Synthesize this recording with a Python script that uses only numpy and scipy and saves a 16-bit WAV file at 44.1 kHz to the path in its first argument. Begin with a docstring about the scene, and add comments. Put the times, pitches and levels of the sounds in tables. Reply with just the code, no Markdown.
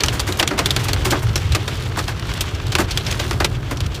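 """Inside a car driving through a hailstorm. From the start, fine rain patters over a wash of spray and
the road booms in the cabin. Hard stones crack on the windscreen, thickest in the first second, while
slush and heavy drops splatter on the glass and set the roof ringing. Bumps in the road thump between
1.2 and 1.5 s, a few tiny pellets tick from 2 to 2.7 s, and two more thumps come just before the end."""
import sys
import numpy as np
from scipy import signal
from scipy.io import wavfile

SR = 44100
rng = np.random.default_rng(int(sys.argv[2]) if len(sys.argv) > 2 else 0)


def transcribe(u):
    """Save the signal u as a 16-bit wav file named by the first command-line argument.

    u: samples, shape (n,) or (channels, n), limited to [-1, 1]; the rate is SR.
    q: integer samples, one column per channel.
    """
    v = np.clip(np.atleast_2d(u).T, -1, 1)
    q = np.round(v * 32767).astype(np.int16)
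    wavfile.write(sys.argv[1], SR, q)


N = 176400
AGE = np.arange(SR // 3) / SR  # seconds since an impact
EDGES = np.geomspace(20, 17000, 27)  # filter bank, Hz
CENTRES = np.sqrt(EDGES[1:] * EDGES[:-1])
BANK = [signal.butter(2, band, "band", fs=SR, output="sos") for band in zip(EDGES, EDGES[1:])]

# bright tick of droplets and pellets on glass: pitch_hz, density_db
TICK_SPECTRUM = [(2000, -2), (4000, 9), (6000, 3), (9000, -1), (10500, -4), (12000, -5), (15000, -9)]
TICK_T60_S = 0.02


def from_db(db):
    """Decibels to gain."""
    return 10 ** (np.asarray(db) / 20)


def rms_one(x):
    """Scale to rms 1."""
    return x / np.sqrt(np.mean(x ** 2) + 1e-20)


def in_time(rows):
    """Each column of an automation curve at every sample."""
    times, *columns = np.transpose(rows)
    return [np.interp(np.arange(N) / SR, times, column) for column in columns]


def at_hz(points, hz):
    """Read a curve on a log-frequency axis."""
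    pitches, values = np.transpose(points)
    return np.interp(np.log(hz), np.log(pitches), values)


def dying(age, t60):
    """Hold at 1 until age 0, then fall 60 dB every t60 seconds."""
    return np.exp(-np.log(1000) * np.maximum(age, 0) / t60)


def add(out, start_s, x):
    """Mix x into out from start_s."""
    i = int(np.clip(start_s * SR, 0, N - 1))
    out[i:i + len(x)] += x[:N - i]


def drift(per_s):
    """Glide between random values of spread 1."""
    knots = rng.standard_normal(400)
    return np.interp(np.arange(N) / SR * per_s, np.arange(len(knots)), knots)


def resonate(x, hz, t60):
    """A resonance with gain 1 at its peak."""
    radius = dying(1 / SR, t60)
    feedback = [1, -2 * radius * np.cos(2 * np.pi * hz / SR), radius ** 2]
    return signal.lfilter(np.array([1, 0, -1]) * (1 - radius ** 2) / 2, feedback, x)


def band_gains(spectrum):
    """Band gains that give white noise this spectrum at about the same power."""
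    gains = from_db(at_hz(spectrum, CENTRES))
    return gains / np.sqrt(np.sum(gains ** 2 * np.diff(EDGES)) * 2 / SR)


def coloured(drives, gains):
    """Sum of the bands, each fed by its own drive."""
    return sum(gain * signal.sosfilt(sos, x + 1e-18) for sos, gain, x in zip(BANK, gains, drives))


def noise(spectrum, envelope=1):
    """Shaped noise at rms 1; neighbouring bands are unrelated."""
    white = rng.standard_normal((2, N)) * envelope
    return rms_one(coloured([white[k % 2] for k in range(len(BANK))], band_gains(spectrum)))


def grains(per_s, spread_db, size):
    """Random clicks of uneven strength."""
    clicks = rng.random(size) < per_s / SR
    return clicks * from_db(spread_db * np.minimum(rng.exponential(1, size), 4))


def patter(spectrum, per_s, spread_db, t60):
    """Random drops, each a short dying burst of noise; rms 1."""
    energy = grains(per_s, spread_db, N) ** 2 + 1e-18
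    power = signal.lfilter([1], [1, -dying(2 / SR, t60)], energy)
    return noise(spectrum, np.sqrt(power))


def rain():
    """Drops and fine droplets tick over the hiss of rain on glass and the duller wash of road spray."""
    # fader rides for drops with hiss, and for spray: time_s, treble_db, middle_db
    wash_ride = [(0.0, -33.5, -28.5), (0.38, -38, -32.5), (0.54, -36, -30.5), (1.05, -31.5, -31),
                 (1.3, -36.5, -34.5), (1.51, -32, -35), (1.92, -35.5, -33), (2.09, -38.5, -37.5),
                 (2.3, -32.5, -34), (2.6, -36.5, -34.5), (2.92, -34, -34), (3.09, -32, -33),
                 (3.27, -35.5, -31), (3.45, -42.5, -35), (3.74, -39, -34.5), (4.0, -39.5, -36)]
    # fader ride for the finest droplets: time_s, level_db
    fizz_ride = [(0.0, -39), (0.11, -38), (0.33, -49), (0.66, -42.5), (0.97, -41.5), (1.26, -44.5),
                 (1.8, -40), (2.15, -46), (2.36, -39.5), (2.58, -50), (2.87, -42), (3.27, -36), (3.44, -43),
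                 (3.62, -53), (4.0, -50)]
    # tone of small drops: pitch_hz, density_db
    drop_spectrum = [(400, -14), (1200, 14), (3300, 4.5), (6000, -2), (9000, -35)]
    # tone of rain on glass: pitch_hz, density_db
    hiss_spectrum = [(1500, 5.5), (3200, 10), (4500, -0.5), (6500, -1), (8500, -20)]
    # tone of road spray: pitch_hz, density_db
    spray_spectrum = [(220, 2.5), (365, 7), (500, -1), (900, -4.5), (1400, -5), (2000, -14.5), (3500, -52)]
    fizz_flutter_db, hiss_flutter_db = 2, 4
    treble_db, middle_db = in_time(wash_ride)
    fizz_db, = in_time(fizz_ride)
    drops = from_db(-4.5) * patter(drop_spectrum, per_s=110, spread_db=4, t60=0.02)
    fizz_gain = from_db(fizz_db + fizz_flutter_db * drift(per_s=25.16))
    fizz = fizz_gain * patter(TICK_SPECTRUM, per_s=450, spread_db=3, t60=TICK_T60_S)
    hiss = from_db(-1.5 + hiss_flutter_db * drift(per_s=45)) * noise(hiss_spectrum)
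    spray = from_db(middle_db + 0.5) * noise(spray_spectrum)
    return from_db(treble_db) * (drops + hiss) + fizz + spray


def road():
    """The tyres rumble, two cabin modes boom and bumps in the road land as low thumps."""
    # fader ride for rumble and boom: time_s, level_db
    road_ride = [(0.0, -21), (0.44, -29.5), (0.95, -20.5), (1.25, -21), (1.4, -21.5), (1.56, -24.5),
                 (1.68, -26), (3.62, -23.5), (3.79, -27), (3.88, -21.5), (4.0, -26.5)]
    # tone of the tyres: pitch_hz, density_db
    tyre_spectrum = [(24, -32), (40, 0.5), (60, 1.5), (120, -1), (160, -9.5), (210, -18.5), (300, -53.5)]
    # cabin resonances, each passed twice: pitch_hz, level_db, t60_per_pass_s
    cabin_modes = [(92.8, -5.5, 0.13), (121.1, -6, 0.11)]
    # bumps in the road: start_s, level_db, pitch_hz, rise_s
    thumps = [(1.244, -11, 109, 0.023), (1.447, -7, 87, 0.007), (1.495, -11, 66, 0.014),
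              (1.527, -9.5, 99, 0.01), (3.813, -9, 89, 0.009), (3.854, -10, 88, 0.0063)]
    level_db, = in_time(road_ride)
    boom = np.zeros(N)
    for hz, db, t60 in cabin_modes:
        first_pass = resonate(rng.standard_normal(N), hz, t60)
        boom += from_db(db) * rms_one(resonate(first_pass, hz, t60))
    rumble = from_db(-1.5) * noise(tyre_spectrum)
    out = from_db(level_db) * (rumble + boom)
    for start_s, db, hz, rise_s in thumps:
        swell = (AGE / rise_s * np.exp(1 - AGE / rise_s)) ** 2
        add(out, start_s, from_db(db) * swell * np.sin(2 * np.pi * hz * AGE))
    return out


def fragments():
    """Two unrelated showers of tiny contacts as a piece of ice breaks up."""
    shape = (2, len(AGE))
    return rms_one(grains(per_s=6000, spread_db=4.5, size=shape) * rng.choice([-1, 1], shape))


def impact_colour(spectrum, body_db, top_db):
    """Band gains of one impact, with its own bass and treble shelves."""
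    low_shelf_db = at_hz([(1540, body_db), (3200, 0)], CENTRES)
    high_shelf_db = at_hz([(4440, 0), (9400, top_db)], CENTRES)
    return band_gains(spectrum) * from_db(low_shelf_db + high_shelf_db)


def struck(modes):
    """A panel's modes ring; strength and pitch vary with the spot that is struck."""
    spread_db, pitch_spread = 2.5, 0.032
    ring = np.zeros(len(AGE))
    for k, (hz, db, t60) in enumerate(modes):
        gain = from_db(db + rng.normal(0, spread_db)) * (-1) ** k
        pitch_hz = hz * (1 + pitch_spread * rng.standard_normal())
        ring += gain * np.sin(2 * np.pi * pitch_hz * AGE) * dying(AGE, t60)
    return ring


def stones():
    """Each stone cracks, rings briefly at its own pitch, shakes the pane and leaves a cabin tail."""
    # hailstones on the windscreen: start_s, level_db, body_db, top_db, pitch_hz
    hits = [(.0055, -13, -4.5, 0, 4270), (0.0356, -6, -3, -1.5, 6080), (0.06, -20.5, -22, 12, 5540),
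            (0.0836, -11.5, -3, -4, 2850), (.195, -15.5, 3.5, 4, 4600), (0.2005, -13, -26, 7, 3540),
            (0.3234, -19.5, -5, 11, 3840), (.372, -29.5, -8, 17, 6000), (.397, -5.5, -1, 1, 3030),
            (0.427, -8.5, 2, -1.5, 2640), (.476, -9.5, -7.5, 4, 3700), (.590, -10, 1, 5, 2550),
            (0.6584, -9.5, -1.5, 8.5, 3480), (0.7062, -7, -7.5, 4, 3530), (.763, -10.5, 1.5, 5, 4240),
            (0.932, -14, 2, 10, 4460), (1.357, -9, -0.5, 7, 5600), (1.377, -22, 1, 5, 5540),
            (1.521, -17, -6, 4, 3880), (1.549, -6.5, -0.5, 5, 2120), (1.6783, -17, 4.5, 5, 3670),
            (1.775, -35, -8, -18, 3150), (2.4083, -10, -10, 10, 3280), (2.548, -26.5, -21, 4, 5460),
            (2.752, -8, 2.5, 2.5, 2830), (2.9736, -10.5, -7, 2.5, 3300), (3.009, -22, -11, -16, 3300),
            (3.066, -15.5, -26, -20, 5370), (3.111, -18.5, -0.5, 9.5, 6500), (3.1241, -18, -3, 3, 2430),
            (3.198, -37, 5, -13, 3480), (3.31, -16, 8, 4, 1240), (3.331, -30, -1, 10, 4530),
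            (3.445, -5.5, -1.5, 4.5, 3770), (3.771, -24, -6, 0, 5800), (3.805, -18, -4, 0.5, 3400)]
    # tone of struck glass: pitch_hz, density_db
    glass_spectrum = [(100, -2), (600, 0.5), (1500, 3.5), (3800, 5.5), (6100, -1.5), (7700, -8.5),
                      (11000, -19.5), (15000, -22)]
    # windscreen resonances: pitch_hz, level_db, t60_s
    pane_modes = [(116, -21, 0.13), (304, -15.5, 0.062), (363.4, -11.5, 0.089), (570, -8, 0.017),
                  (1397, -14, 0.039)]
    # decay of the crack: pitch_hz, t60_s
    crack_decay = [(300, 0.018), (2000, 0.038), (5000, 0.029), (13000, 0.061)]
    # cabin tail against the crack: pitch_hz, level_db
    tail_level = [(300, -2.5), (2000, -4.5), (6000, -7), (13000, 0)]
    # decay of the cabin tail: pitch_hz, t60_s
    tail_decay = [(200, 0.32), (1000, 0.11), (4000, 0.07), (14000, 0.054)]
    trim_db, hold_s, bright_hz = -3.5, 0.0006, 9200
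    bands_hz = CENTRES[:, None]
    holds_s = hold_s / (1 + (bands_hz / bright_hz) ** 2)  # the top starts to die almost at once
    cracks = dying(AGE - holds_s, at_hz(crack_decay, bands_hz))
    tails = from_db(at_hz(tail_level, bands_hz)) * dying(AGE, at_hz(tail_decay, bands_hz))
    # the first contact snaps, brighter and shorter than the crack, and sets off a clean ping
    snaps = from_db(0.5) * np.minimum(bands_hz / bright_hz, 1) * dying(AGE, t60=0.007)
    envelopes = np.hypot(cracks, tails) + snaps
    out = np.zeros(N)
    for start_s, db, body_db, top_db, hz in hits:
        shower = fragments()
        drives = [shower[k % 2] * envelope for k, envelope in enumerate(envelopes)]
        crack = coloured(drives, impact_colour(glass_spectrum, body_db, top_db))
        contact = dying(AGE - hold_s, at_hz(crack_decay, hz))
        ring = resonate(rng.standard_normal(len(AGE)) * contact, hz, t60=0.0095)
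        ring = from_db(-4.5) * rms_one(ring) * np.sqrt(np.mean(contact ** 2))
        ping = from_db(1.5) * np.sin(2 * np.pi * hz * AGE) * dying(AGE, t60=0.011)
        pane = from_db(body_db / 2) * struck(pane_modes)
        add(out, start_s, from_db(db + trim_db) * (crack + ring + ping + pane))
    return out


def splats():
    """Slush and big drops swell and spray out; the roof rings and answers later and longer low down."""
    # soft hits: start_s, treble_rise_s, treble_t60_s, level_db, body_db, top_db, roof_db
    hits = [(.125, .01, 0.19, -32, 4.5, 6.5, -42), (0.265, 0.015, 0.21, -27, 4.5, 2, -10.5),
            (.388, .012, 0.076, -26, 11, 8, -11.5), (.505, 0.0032, 0.16, -28, 11.5, -6, -6.5),
            (0.5753, 0.0158, 0.11, -21, 7, -2, -24), (.795, 0.0075, 0.17, -27.5, -1, -2, -44),
            (0.836, 0.0083, 0.091, -29.5, -21, 9, -27), (0.882, 0.0064, 0.059, -17.5, -0.5, -2, -17),
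            (1.046, 0.01, 0.12, -20.5, 4, 3, -7.5), (1.103, 0.011, 0.085, -18.5, -10, 1, -5),
            (1.121, 0.0055, 0.15, -28, 16, -1, -6), (1.222, .01, 0.073, -34.5, 11, 9.5, -26),
            (1.285, 0.0075, 0.052, -29, -1, -11, -32), (1.547, 0.0029, 0.079, -33, 13, 4, -9),
            (1.97, 0.003, 0.12, -31.5, 15, 5, -25), (1.983, .009, 0.071, -20.5, 3.5, -1.5, -31),
            (2.077, 0.0052, .14, -26, 6, -1.5, -31), (2.718, 0.0059, 0.079, -21.5, -3, -5, -18),
            (2.783, 0.00197, 0.092, -22, 11.5, 4.5, -5), (2.796, 0.0075, 0.1, -22, 6.5, 3, -16),
            (2.907, 0.0068, 0.052, -17.5, -15, -6, -40), (3.06, 0.0075, 0.33, -27.5, 1, -5, -25),
            (3.193, 0.0062, 0.07, -21.5, 2.5, -3, -20), (3.4, 0.0033, 0.11, -21.5, 9.5, -3, -22),
            (3.708, 0.0048, 0.087, -30.5, 13.5, 6, -18), (3.862, 0.004, 0.021, -26.5, -7, -3, -39),
            (3.942, 0.0087, 0.11, -27.5, -12, -4.5, -24)]
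    # tone of bursting slush: pitch_hz, density_db
    slush_spectrum = [(100, 2), (350, 3.5), (1500, 4), (3800, 3.5), (8000, -3), (11000, -11), (15000, -11)]
    # roof resonances: pitch_hz, level_db, t60_s
    roof_modes = [(200, -15, 0.17), (287.8, -9, 0.14), (338, -12, 0.14), (369, -13.5, 0.27),
                  (590, -12, 0.1), (1312, -17, .08), (2400, -19, .07)]
    trim_db, roof_hz, roof_swell_s = 2, 600, 0.01
    rise_shape = 0.4  # below 1 a splat starts abruptly, then fills out
    stretch = 1 + 0.86 / (1 + (CENTRES[:, None] / roof_hz) ** 2)  # low bands move more slowly
    roof_swell = 1 - np.exp(-AGE / roof_swell_s)  # the ring takes a moment to spread over the roof
    out = np.zeros(N)
    for start_s, rise_s, t60, db, body_db, top_db, roof_db in hits:
        shower = fragments()
        attacks = np.minimum(AGE / (rise_s * stretch), 1) ** rise_shape
        envelopes = attacks * dying(AGE / stretch - rise_s, t60)
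        drives = [shower[k % 2] * envelope for k, envelope in enumerate(envelopes)]
        splat = coloured(drives, impact_colour(slush_spectrum, body_db, top_db))
        add(out, start_s, from_db(db + trim_db) * splat)
        add(out, start_s + rise_s, from_db(roof_db) * roof_swell * struck(roof_modes))
    return out


def pellets():
    """Tiny ice pellets tick on the glass, one by one."""
    # single pellets among the patter: start_s, level_db
    ticks = [(2.066, -43), (2.196, -27.5), (2.338, -23.5), (2.668, -26), (2.681, -30)]
    envelope = np.zeros(N)
    for start_s, db in ticks:
        add(envelope, start_s, from_db(db) * dying(AGE, TICK_T60_S))
    return envelope * noise(TICK_SPECTRUM)


def scene():
    """Impacts over a bed of rain and road, heard in mono from behind the windscreen."""
    return (stones() + splats() + pellets() + rain() + road())[None]


def record(dry):
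    """The microphone loses the deepest bass and overloads on the hardest cracks; the top is cut."""
    low_cut_hz, high_cut_hz, ceiling = 29.6, 15300, 0.7
    thinned = signal.sosfilt(signal.butter(4, low_cut_hz, "high", fs=SR, output="sos"), dry)
    clipped = thinned / (1 + (thinned / ceiling) ** 6) ** (1 / 6)
    return signal.sosfilt(signal.ellip(12, .1, 80, high_cut_hz, fs=SR, output="sos"), clipped)


dry = scene()
out = record(dry)
transcribe(out)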